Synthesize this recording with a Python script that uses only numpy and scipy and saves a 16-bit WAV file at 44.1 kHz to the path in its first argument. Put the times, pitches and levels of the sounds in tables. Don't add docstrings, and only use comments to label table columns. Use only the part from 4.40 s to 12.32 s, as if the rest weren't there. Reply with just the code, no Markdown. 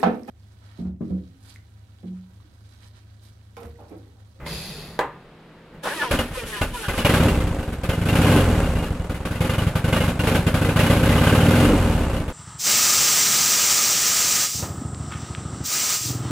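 import sys
import numpy as np
from scipy import signal
from scipy.fft import rfft, irfft
from scipy.io import wavfile

SR = 44100
rng = np.random.default_rng(int(sys.argv[2]) if len(sys.argv) > 2 else 0)


def file_out(sig):
    cols = np.atleast_2d(sig).T
    lim = np.clip(cols, -1, 1)
    pcm = np.round(lim * 32767).astype(np.int16)
    wavfile.write(sys.argv[1], SR, pcm)


N = 349488
TIME = np.arange(N) / SR
HALF_SECOND = TIME[:SR // 2]



def from_db(db):
    return 10 ** (np.asarray(db) / 20)


def rms_one(x):
    return x / np.sqrt(np.mean(x ** 2) + 1e-20)


def unit_energy(x):
    return x / np.sqrt(np.mean(np.sum(x ** 2, axis=-1)))


def in_time(rows, at=TIME):
    seconds, *columns = np.transpose(rows)
    return [np.interp(at, seconds, column) for column in columns]


def at_hz(points, hz):
    point_hz, value = np.transpose(points)
    return np.interp(np.log(hz + 1), np.log(point_hz), value)


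# frequency in Hz, likeness from 0 to 1.
LEFT_RIGHT_LIKENESS = [(60, .999), (250, 1), (500, 0.98), (1000, 0.89), (2000, 0.75), (4000, 0.14),
                       (8000, 0.4), (14000, 0.033)]


def noise(colour):
    hz = np.arange(N // 2 + 1) * SR / N
    mid, side = rfft(rng.standard_normal((2, N)))
    alike = np.clip(at_hz(LEFT_RIGHT_LIKENESS, hz), 0, 1)
    bass_fade = np.minimum(hz / colour[0][0], 1) ** 2
    gain = from_db(at_hz(colour, hz)) * bass_fade
    stereo = np.sqrt(1 + alike) * mid + np.sqrt(1 - alike) * side * [[1], [-1]]
    return rms_one(irfft(gain * stereo, N))


def drift(per_s):
    return rms_one(np.interp(TIME * per_s, np.arange(N // 10), rng.standard_normal(N // 10)))


def clicks(times, heights):
    out = np.zeros(N)
    np.add.at(out, np.clip((np.asarray(times) * SR).astype(int), 0, N - 1), heights)
    return out


def convolve(x, response):
    return signal.fftconvolve(np.atleast_2d(x), np.atleast_2d(response), axes=-1)[:, :N]


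def dying(t60):
    return from_db(-60 * HALF_SECOND / t60)


def resonate(x, modes):
    out = 0
    for k, (hz, width_hz, db) in enumerate(modes):
        r = np.exp(-np.pi * width_hz / SR)
        gain = (-1) ** k * from_db(db) * (1 - r * r) / 2
        out = out + gain * signal.lfilter([1, 0, -1], [1, -2 * r * np.cos(2 * np.pi * hz / SR), r * r], x)
    return out


def swell_in_power(strikes, shape):
    return np.sqrt(np.abs(convolve(strikes ** 2, shape ** 2)))


def bursts(strikes, shape, colour):
    return noise(colour) * swell_in_power(strikes, shape)


def partials(phase, table, flicker_db):
    total = 0
    for multiple, db in table:
        level = from_db(db + flicker_db * drift(45))
        left_right_shift = rng.normal(0, 0.098 * multiple, (2, 1))
        total = total + level * np.sin(round(multiple) * phase + left_right_shift)
    return rms_one(total)


def in_shop(x, t60):
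    flat = [(100, 0), (16000, 0)]
    return rms_one(convolve(x, noise(flat)[:, :SR // 2] * dying(t60)))


def switched_on(rows):
    return (TIME >= rows[0][0]) & (TIME <= rows[-1][0])


def ping(s, hz, db, rise_s, t60=0.17):
    envelope = (1 - np.exp(-HALF_SECOND / rise_s)) * dying(t60)
    return convolve(clicks([s], [from_db(db)]), envelope * np.sin(2 * np.pi * hz * HALF_SECOND))


def air_modes(modes, cylinder):
    ringing = 0
    for hz, t60, *shares in modes:
        tone = dying(t60) * np.sin(2 * np.pi * hz * HALF_SECOND)
        ringing = ringing + shares[cylinder] * unit_energy(tone)
    return ringing


# frequency in Hz, level in dB per Hz.
SHOP_COLOUR = [(25, 6), (50, -8), (99, -4), (161, 2.5), (200, -2), (277, -3.5), (489, -3), (600, -9),
               (1000, -11.5), (1610, -14), (2550, -18.5), (4000, -23), (6000, -35.5), (11500, -39.5),
               (16000, -48)]
RUSTLE_COLOUR = [(25, -7), (45, -12), (65, -5), (100, -18), (160, -0.5), (270, -22.5), (420, -15.5),
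                 (1000, -25.5), (2000, -27), (4400, -52)]
# time in seconds, level in dB.
HANDLING_LEVEL = [(0, -37), (.07, -32.5), (.25, -38), (.5, -40), (.7, -46.5), (1.25, -83), (1.35, -41),
                  (1.45, -57), (1.6, -53)]


def background(hum_hz=160, hum_db=-54.5, air_db=-47.5):
    waver_db, waver_per_s = 3.5, 25
    phase = 2 * np.pi * np.cumsum(hum_hz * (1 + 0.025 * drift(10))) / SR
    hum = from_db(hum_db + waver_db * drift(waver_per_s)) * np.sin(phase)
    rustle = from_db(in_time(HANDLING_LEVEL)[0]) * noise(RUSTLE_COLOUR)
    return from_db(air_db) * noise(SHOP_COLOUR) + hum + rustle


# time in seconds, commutator rate in Hz, level in dB before the whirr and hiss are balanced.
PUMP_RUN = [(.05, 300, -64), (.066, 418, -38.5), (.14, 439, -35.5), (.3, 436, -39), (.42, 427, -43),
            (.55, 430, -50.5), (.59, 298, -59)]
# multiple of the commutator rate, level in dB.
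PUMP_WHISTLES = [(6, -15), (7, -8), (8, -5), (9, -10), (10, 1.5), (11, 6), (12, -9), (16, -2)]
# frequency in Hz, level in dB per Hz.
PUMP_COLOUR = [(1060, -44), (1800, -16), (2010, -6), (2180, -11), (2590, 1.5), (2870, -10), (3320, -3),
               (4200, -1.5), (4800, 0), (5390, -10), (6900, -13), (8280, -18), (11100, -6.5), (12300, -16),
               (15100, -21), (16000, -29)]


def fuel_pump(buzz_depth=0.21):
    whirr_db, hiss_db = -8.0, 0.0
    hz, db = in_time(PUMP_RUN)
    phase = 2 * np.pi * np.cumsum(hz * (1 + 0.0096 * drift(300))) / SR
    whirr = in_shop(partials(phase, PUMP_WHISTLES, flicker_db=2.5), t60=.2)
    hiss = rms_one((1 + buzz_depth * np.cos(phase / 4)) * noise(PUMP_COLOUR))
    return switched_on(PUMP_RUN) * from_db(db) * (from_db(whirr_db) * whirr + from_db(hiss_db) * hiss)


# time in seconds, strength in dB.
KNOCK_STRIKES = [(.063, -20.5), (.076, -32), (.591, -1.5), (0.609, -12.5), (1.438, -42), (1.456, -10.5)]
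# frequency in Hz, level in dB, seconds to fall by 60 dB.
KNOCK_RINGING = [(281, -14, 0.33), (485, 5.5, 0.24), (635, 8, 0.14), (797, 1, 0.18), (995, 2, 0.2),
                 (1130, -13, 0.36), (1210, -5, 0.51), (1640, -23, 0.12), (1880, -9, 0.17), (2010, -3, 0.21),
                 (2720, -18, 0.32)]
# frequency in Hz, level in dB per Hz.
KNOCK_COLOUR = [(88, -52), (150, -14), (196, -37), (262, -10.5), (556, -5), (624, -13), (883, -4.5),
                (972, -1.5), (1320, -16), (1700, -8.5), (2230, -19.5), (4050, -24), (6060, -38),
                (6680, -30.5), (15000, -41)]


def knocks(crack_db=-15.5, crack_t60=0.019, body_db=-22.0, body_t60=0.19,
           tail_db=-18.5, tail_t60=0.34, tail_hz=2000, modes_db=-13.0):
    at, db = np.transpose(KNOCK_STRIKES)
    strikes = clicks(at, from_db(db))
    ringing = 0
    for k, (hz, level_db, t60) in enumerate(KNOCK_RINGING):
        tone = np.sin(2 * np.pi * hz * HALF_SECOND)
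        ringing = ringing + (-1) ** k * from_db(level_db) * dying(t60) * tone
    hit_shape = from_db(crack_db) * dying(crack_t60) + from_db(body_db) * dying(body_t60)
    hit = bursts(strikes, hit_shape, KNOCK_COLOUR)
    dull = signal.butter(2, tail_hz, fs=SR, output="sos")
    tail = signal.sosfilt(dull, bursts(strikes, from_db(tail_db) * dying(tail_t60), KNOCK_COLOUR))
    return hit + tail + from_db(modes_db) * convolve(strikes, ringing / np.abs(ringing).max())


# frequency in Hz, level in dB.
RELAY_TONES = [(576, -37), (910, -40), (2110, -34.5)]


def pump_relay():
    return sum(ping(KNOCK_STRIKES[0][0], hz, db, rise_s=0.00042) for hz, db in RELAY_TONES)


# bite in seconds, over the top in seconds,
# gear mesh rate in Hz at the bite, mesh rate in Hz at the top, gear level in dB at the top.
STARTER_STROKES = [(1.55, 1.635, 688.3, 540.8, -23.5), (1.95, 1.995, 524, 485, -29.5),
                   (2.07, 2.175, 456, 403, -30.5), (2.345, 2.45, 490, 410, -30.5),
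                   (2.56, 2.6, 536.5, 548, -26.5)]


def starter_effort(inrush_s=0.017, coast_db=-37.0):
    on_s, run_up_s, coast_s = 1.437, 0.037, 0.49
    run_up_from_hz, run_up_to_hz, run_up_db, brush_db = 241, 415.3, -25.5, -30
    swell_db = 5.5
    freewheel_drop_db, freewheel_gain_hz, bite_s = 13.5, 14, 0.022
    ease_s = .045
    rows = [(on_s - inrush_s, run_up_from_hz, run_up_db + coast_db, brush_db + coast_db),
            (on_s, run_up_from_hz, run_up_db - swell_db, brush_db),
            (on_s + run_up_s, run_up_to_hz, run_up_db, brush_db)]
    for k, (bite, top, bite_hz, top_hz, db) in enumerate(STARTER_STROKES):
        light_db = db - swell_db
        sag_hz_per_s = (bite_hz - top_hz) / (top - bite)
        if k:
            rows.append((bite - bite_s, bite_hz + freewheel_gain_hz,
                         light_db - freewheel_drop_db, brush_db - freewheel_drop_db))
        rows += [(bite, bite_hz, light_db, brush_db),
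                 (top, top_hz, db, brush_db),
                 (top + ease_s, top_hz - sag_hz_per_s * ease_s, light_db, brush_db - freewheel_drop_db / 2)]
    rows.append((top + coast_s, run_up_to_hz, db + coast_db, brush_db + coast_db))
    return sorted(rows)


# multiple of half the mesh rate, level in dB.
GEAR_WHINE = [(1, -4), (2, -1), (3, -4), (4, -3), (5, -3), (6, -2), (7, -3), (8, -3), (9, -5), (10, -4),
              (12, -5), (14, -5), (16, -6)]
# frequency in Hz, width in Hz, level in dB.
STARTER_HOUSING = [(444, 170, 7.5), (1005, 120, 7.5), (1500, 350, 7.5), (2900, 590, 2.5)]
# frequency in Hz, level in dB per Hz.
GEAR_COLOUR = [(120, -41), (200, 4), (234, -17), (320, 4.5), (369, 0), (549, -4), (751, -18), (1180, -4),
               (1490, -15), (2700, -8), (6000, -15), (7800, -61), (13200, -120)]
BRUSH_COLOUR = [(3000, 10), (5000, -1), (7000, 0.5), (9500, 4.5), (11500, 5), (13000, -8), (16000, -11)]


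def starter(brush_db=-7.5, grain_db=0.5, tooth_depth=0.79):
    whine_db, echo_db, grind_db, wobble, smear_t60 = -3.0, -6.5, -8.0, .012, .08
    effort = starter_effort()
    mesh_hz, gear_db, hiss_db = in_time(effort)
    phase = 2 * np.pi * np.cumsum(mesh_hz * (1 + wobble * drift(150))) / SR
    whine = rms_one(resonate(partials(phase / 2, GEAR_WHINE, flicker_db=6.0), STARTER_HOUSING))
    teeth = (1 + tooth_depth * np.cos(phase)) * from_db(grain_db * drift(240))
    grind = rms_one(teeth * noise(GEAR_COLOUR))
    echo = in_shop(whine, smear_t60)
    gears = from_db(whine_db) * whine + from_db(echo_db) * echo + from_db(grind_db) * grind
    hiss = rms_one(teeth * noise(BRUSH_COLOUR))
    return switched_on(effort) * (from_db(gear_db) * gears + from_db(hiss_db + brush_db) * hiss)


# frequency in Hz, level in dB per Hz.
GAS_COLOUR = [(200, 6), (300, 3.5), (338, 1.5), (395, 3.5), (640, 5), (708, -5), (750, 0.5), (1000, -2.5),
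              (1550, -1), (1850, -6), (2400, -4.5), (2900, -6.5), (3600, -9), (5500, -18), (8500, -19),
              (11300, -14), (13000, -21.5), (16000, -29)]
# start in seconds, length in seconds, frequency in Hz, width in Hz,
# level in dB before a smooth swell and fade.
DRIVE_RASPS = [(1.458, 0.036, 960, 500, -24), (1.613, 0.052, 1010, 450, -26),
               (2.136, 0.065, 1800, 400, -38), (2.138, 0.065, 2950, 450, -39),
               (2.426, 0.054, 1620, 200, -32), (2.42, 0.061, 2900, 400, -39),
               (2.649, 0.031, 2360, 200, -22)]


def rasps():
    out, grit = np.zeros((2, N)), noise(GAS_COLOUR)
    for s, length_s, hz, width_hz, db in DRIVE_RASPS:
        span = slice(int(s * SR), int((s + length_s) * SR))
        rasp = rms_one(resonate(grit[:, span], [(hz, width_hz, 0)]))
        out[:, span] += from_db(db) * rasp * np.sin(np.linspace(0, np.pi, rasp.shape[1]))
    return out


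# time in seconds, four-stroke cycles per second.
ENGINE_SPEED = [(2.647, 8.73), (2.82, 18.33), (3.069, 14.55), (3.258, 10.42), (3.386, 8.56), (3.765, 15.83),
                (3.944, 22.79), (4.131, 20.17), (4.503, 11.35), (4.793, 8.91), (5.095, 11.64),
                (5.444, 11.43), (5.589, 13.17), (5.782, 12.71), (6.389, 13.99), (7.054, 19.14),
                (7.282, 23.74), (7.92, 11.17)]
CATCH_S = ENGINE_SPEED[0][0]
IDLE_HZ = 12


def speed_at(s):
    return np.interp(s, *np.transpose(ENGINE_SPEED), left=0)


# opens in seconds, time to open fully in seconds, shuts in seconds, opening from 0 to 1.
THROTTLE_TWISTS = [(2.6, .02, 2.886, 0.86), (3.42, 0.3, 3.997, 1), (4.84, 0.25, 7.25, 1.0)]


def throttle_at(s, release_s=0.0084):
    total = 0
    for opens, roll_s, shuts, opening in THROTTLE_TWISTS:
        rolled_on = np.clip((s - opens) / roll_s, 0, 1)
        total = total + opening * rolled_on * np.exp(-np.maximum(s - shuts, 0) / release_s)
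    return np.clip(total, 0, 1)


# dB at idle speed when shut,
# its rise in dB per octave of speed, dB at idle speed when open, its rise in dB per octave.
THUMP_LOUDNESS = (-22.5, 10.5, -17, 6)
RING_LOUDNESS = (-34, 14, -27, 13)
BARK_LOUDNESS = (-42, 12, -27.3, 3.5)
# time in seconds, bark change in dB.
WEAK_FIRINGS = [(3.385, -2), (3.613, 0), (5.132, -6), (5.305, -43), (5.392, -27), (5.713, -29),
                (5.757, -29), (5.99, -10), (6.023, -27), (6.098, -31), (6.172, -5.5), (6.318, -12),
                (6.593, -4), (7.667, -7), (7.835, -15)]
# time in seconds, bark change in dB.
UNUSUAL_FIRINGS = [(2.647, 10.5), (2.691, 6.5), (2.736, 9.5), (3.278, 6.5), (3.434, 8), (3.49, 8.5),
                   (3.654, -0.5), (4.696, 10), (4.851, 9), (5.005, 6), (5.046, -0.5), (5.222, -0.5),
                   (5.353, -2), (5.441, -1), (5.525, 2.5), (5.679, 2), (5.948, 2.5), (6.064, 3.5),
                   (6.14, 1), (6.359, 0), (6.39, 3.5), (6.499, 5.5), (6.867, 4.5)]


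def firing_levels(at, rear):
    rear_weak_db, rear_clears_octaves = -3.5, 0.26
    throttle, octaves = throttle_at(at), np.log2(speed_at(at) / IDLE_HZ)
    levels = []
    for shut_db, shut_rise, open_db, open_rise in (THUMP_LOUDNESS, RING_LOUDNESS, BARK_LOUDNESS):
        when_shut, when_open = shut_db + shut_rise * octaves, open_db + open_rise * octaves
        levels.append((1 - throttle) * when_shut + throttle * when_open)
    db = np.array(levels)
    db[2] += rear_weak_db * rear * throttle * np.clip(1 - octaves / rear_clears_octaves, 0, 1)
    for table, thump_share in ((WEAK_FIRINGS, 0.28), (UNUSUAL_FIRINGS, 0.33)):
        for when, change_db in table:
            ring_share = 1 if change_db < 0 else .5
            db[:, np.argmin(np.abs(at - when))] += change_db * np.array([thump_share, ring_share, 1])
    return db


# time in seconds, thump in dB, pipe ring in dB, bark in dB.
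CRANKING_COUGHS = [(1.709, -22.5, -52, -22.5), (1.737, -22, -25, -27.5), (1.787, -22.5, -29, -25.5),
                   (1.911, -30.5, -51, -40.5), (2.033, -34, -44, -40), (2.212, -20.5, -31.5, -25.5),
                   (2.312, -31.5, -40.5, -62), (2.482, -22.5, -59, -27), (2.532, -40, -40, -33),
                   (2.577, -25, -27, -25.5), (2.61, -46, -43, -40)]


def firings(rear_bark_db=2.5, bark_spread_db=2.5, cough_db=-14.5):
    spread_db, jitter_s = 1.8, .00025
    rear_lag = 315 / 720
    running = TIME[TIME >= CATCH_S]
    turned = np.cumsum(speed_at(running)) / SR
    number = np.arange(2 * int(turned[-1]) + 1)
    rear = number % 2
    at = np.interp(number // 2 + rear * rear_lag, turned, running)
    speed = speed_at(at)
    chance = rng.standard_normal((len(at), 4)) * np.minimum(IDLE_HZ / speed, 1)[:, None] ** 2
    db = firing_levels(at, rear) + chance[:, 1:].T * [[spread_db], [spread_db], [bark_spread_db]]
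    db[2] += rear_bark_db * (rear - .5)
    strength = from_db(db) / np.sqrt(2 * speed)
    cough_at, *cough_levels = np.transpose(CRANKING_COUGHS)
    strength = np.hstack([from_db(np.array(cough_levels) + cough_db), strength])
    all_at = np.r_[cough_at, at + jitter_s * chance[:, 0]]
    return all_at, np.r_[np.zeros(len(cough_at)), rear], strength * np.sqrt(SR)


# frequency in Hz, level in dB.
SHUDDER_TONES = [(33, 0), (47, 1), (86, -3)]


def shudder(level_db=-4.5, t60=0.62):
    at, thump_db = np.transpose(CRANKING_COUGHS)[:2]
    shaking = sum(from_db(db) * np.sin(2 * np.pi * hz * HALF_SECOND) for hz, db in SHUDDER_TONES)
    return from_db(level_db) * convolve(clicks(at, from_db(thump_db)), dying(t60) * shaking)


# frequency in Hz, level in dB per Hz.
CLATTER_COLOUR = [(400, 34.5), (1500, 23), (3000, 11), (5500, 4.5), (8500, 10), (11300, -13), (13000, -33),
                  (16000, -26)]


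def valve_train(level_db=-35.0, grain_db=-1.0, growth=1.65, steady=0.67, tick_t60=0.021, tick_spread_db=1.5):
    turned = np.cumsum(speed_at(TIME)) / SR
    closing = np.diff(np.floor(4 * turned), prepend=0)
    ticks = convolve(closing * from_db(tick_spread_db * rng.standard_normal(N)), dying(tick_t60))
    loudness = (speed_at(TIME) / IDLE_HZ) ** growth * from_db(level_db + grain_db * drift(280))
    return loudness * (steady + ticks) * noise(CLATTER_COLOUR)


# frequency in Hz, level in dB.
CLANK_MODES = [(520, 3), (740, -5), (885, -5), (1030, -6), (1200, 4), (1374, -4), (1523, 4.5), (1640, -9),
               (1809, -10), (2083, 3.5), (2553, -1), (2826, 6), (2978, -3), (3200, -10)]


def clank(at, strength, level_db=-17.0, late_s=.012):
    t60, spread_db, detune = .11, 5.5, .025
    hz, db = np.transpose(CLANK_MODES)
    t, out = TIME[:SR // 10], np.zeros((2, N + SR))
    decay = unit_energy(dying(t60)[:len(t)])
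    shifts = np.arccos(np.clip(at_hz(LEFT_RIGHT_LIKENESS, hz), 0, 1)) / 2
    for mode_hz, mode_db, shift in zip(hz, db, shifts):
        for s, height, (late, loud, sharp) in zip(at, strength, rng.standard_normal((len(at), 3))):
            start = int((s + late_s * abs(late) / 2) * SR)
            phase = 2 * np.pi * mode_hz * (1 + detune * sharp) * t
            wave = np.sin(phase + np.array([[shift], [-shift]]) * np.sign(late))
            out[:, start:start + len(t)] += height * from_db(mode_db + spread_db * min(loud, 1.5)) * decay * wave
    return from_db(level_db) * out[:, :N]


# time in seconds, frequency in Hz, level in dB.
SINGLE_RATTLES = [(2.652, 2300, -22), (5.528, 3300, -31), (5.572, 1864, -24), (5.61, 2930, -26),
                  (6.072, 3110, -29), (6.385, 1885, -26), (6.782, 3005, -24), (6.865, 1553, -20),
                  (6.872, 3070, -24), (7.008, 3070, -23), (7.137, 1540, -22)]


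def rattles():
    return sum(ping(s, hz, db, rise_s=0.0016, t60=0.11) for s, hz, db in SINGLE_RATTLES)


# time in seconds, frequency in Hz, level in dB.
PIPE_HONKS = [(5.873, 452, -17), (6.25, 468, -14.5), (6.39, 520, -16), (6.661, 554.4, -23),
              (7.295, 491, -11)]


def honks():
    return sum(ping(s, hz, db, rise_s=0.0093) for s, hz, db in PIPE_HONKS)


# middle in seconds, half length in seconds, level in dB.
SHUT_GROWLS = [(2.865, 0.027, -17.5), (3.97, 0.03, -20), (7.323, 0.043, -17)]
# frequency in Hz, width in Hz, level in dB.
GROWL_THROAT = [(223, 94, 7.5), (307, 12, 12), (383, 13, 10.5), (480, 20, -6), (529, 65, -17),
                (754, 35, -3)]


def growl(at, flutter_t60=0.15):
    flutter = .25
    swell = sum(from_db(db) * np.exp(-((at - s) / half_s) ** 2) for s, half_s, db in SHUT_GROWLS)
    strikes = clicks(at, swell * np.sqrt(SR / (2 * np.maximum(speed_at(at), IDLE_HZ))))
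    turbulence = rng.standard_normal(N) * swell_in_power(strikes, unit_energy(dying(flutter_t60)))
    return convolve(strikes + flutter * turbulence, unit_energy(resonate(dying(0.0029), GROWL_THROAT)))


# frequency in Hz, seconds to fall by 60 dB,
# share driven by the front cylinder, share driven by the rear one; negative when inverted.
PIPE_MODES = [(229, 0.094, -0.62, -0.31), (239.8, 0.46, 0.36, 0.025), (254.2, 0.27, 0.41, 0.192),
              (282.4, 0.41, 0.28, -0.16), (303, 0.37, -0.15, 0.34), (357, 0.58, -0.045, -0.045),
              (388.6, 0.1, -0.17, 0.14), (472, 0.13, -0.064, -0.024), (518.4, 0.2, 0.23, -0.18),
              (553, 0.51, 0.046, 0.17), (612, 0.092, 0.084, -0.011), (750.5, 0.098, -0.12, -0.011),
              (859, 0.072, 0.075, -0.033)]


def exhaust(at, rear, ring, ring_db=1.5, travel_s=0.00212):
    flutter, flutter_t60 = .25, .14
    out = 0
    for cylinder in range(2):
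        strikes = clicks(at + travel_s, ring * (rear == cylinder))
        turbulence = rng.standard_normal(N) * swell_in_power(strikes, unit_energy(dying(flutter_t60)))
        out = out + convolve(strikes + flutter * turbulence, air_modes(PIPE_MODES, cylinder))
    return from_db(ring_db) * out


def bark(at, rear, strength, open_s=0.033, room_db=-2.0, fresh_db=-0.5, steady_db=-1.5, grit_db=2.0,
         rise_s=0.0017):
    crack_db, crack_t60, room_t60 = -7.0, .008, .55
    rush = 1 / (1 + (HALF_SECOND / open_s) ** 4)
    shape = unit_energy(from_db(crack_db) * dying(crack_t60) + rush + from_db(room_db) * dying(room_t60))
    shape = shape * (1 - np.exp(-HALF_SECOND / rise_s))
    grit = from_db(fresh_db + grit_db * drift(700))
    out = grit * bursts(clicks(at, strength), shape, GAS_COLOUR)
    for cylinder in range(2):
        echoes = unit_energy(noise(GAS_COLOUR)[:, :len(shape)] * shape)
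        out = out + from_db(steady_db) * convolve(clicks(at, strength * (rear == cylinder)), echoes)
    return out


# frequency in Hz, seconds to fall by 60 dB, share driven by the front pipe,
# share driven by the rear pipe; negative when inverted.
ROOM_BOOM = [(41, 0.38, 0.16, 0.075), (67.3, 0.342, 0.14, 0.2), (81.7, 0.21, 0.2, -0.074),
             (93, 0.25, -0.065, -0.32), (105, 0.088, -0.23, 0.11), (147, 0.46, -0.14, 0.045),
             (168.3, 0.14, 0.29, 0.33), (187.5, 0.18, 0.029, -0.22)]
# delay in seconds, share (negative when inverted).
WALL_ECHOES = [(0, 0.98), (0.0127, 0.38), (0.0141, -0.27), (.0304, .08), (0.0455, 0.15)]


def thumps(at, rear, strength, puff_s=.0013, return_s=0.0038, suction=2.7, rebound=1.32,
           shut_return_s=0.0045, shut_suction=2.5, rear_widening=1.176, puff_db=-0.1, rear_db=-4.0,
           boom_db=0.0, side_db=-33.5):
    flow, t = np.zeros(N + SR), TIME[:SR // 20]
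    loads = np.where(at < CATCH_S, .25, np.minimum(2 * throttle_at(at), 1))
    heights = strength * from_db(puff_db + rear_db * rear)
    under_load = np.array([return_s, suction, rebound])
    when_shut = np.array([shut_return_s, shut_suction, 0])
    for start, height, load, widening in zip((at * SR).astype(int), heights, loads, rear_widening ** rear):
        gap, dip, swing = load * under_load + (1 - load) * when_shut
        wave = 0
        for k, share in enumerate([1, -dip, swing]):
            middle = np.pi / 2 * puff_s + k * gap
            wave = wave + share * np.exp(-.5 * ((t / widening - middle) / puff_s) ** 2)
        flow[start:start + len(t)] += height * unit_energy(wave)
    boom = sum(convolve(clicks(at, strength * (rear == cylinder)), air_modes(ROOM_BOOM, cylinder))
               for cylinder in range(2))
    echoes = clicks(*np.transpose(WALL_ECHOES))[:SR // 2]
    mid = convolve(flow[:N], echoes) + from_db(boom_db) * boom
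    return mid + from_db(side_db) * np.roll(mid, SR // 100) * [[1], [-1]]


def scene():
    at, rear, (thump, ring, gas) = firings()
    electric = fuel_pump() + pump_relay() + knocks() + starter() + rasps()
    metal = shudder() + valve_train() + clank(at, gas) + rattles()
    pipes = honks() + growl(at) + exhaust(at, rear, ring) + bark(at, rear, gas) + thumps(at, rear, thump)
    return background() + electric + metal + pipes


def record(dry, low_cut_hz=22, top_cut_hz=16000):
    x = signal.sosfilt(signal.butter(2, low_cut_hz, "high", fs=SR, output="sos"), dry)
    rounded = 1.1 * np.tanh(x / 1.1)
    return signal.sosfilt(signal.ellip(10, .2, 80, top_cut_hz, fs=SR, output="sos"), rounded)


dry = scene()
out = record(dry)
file_out(out)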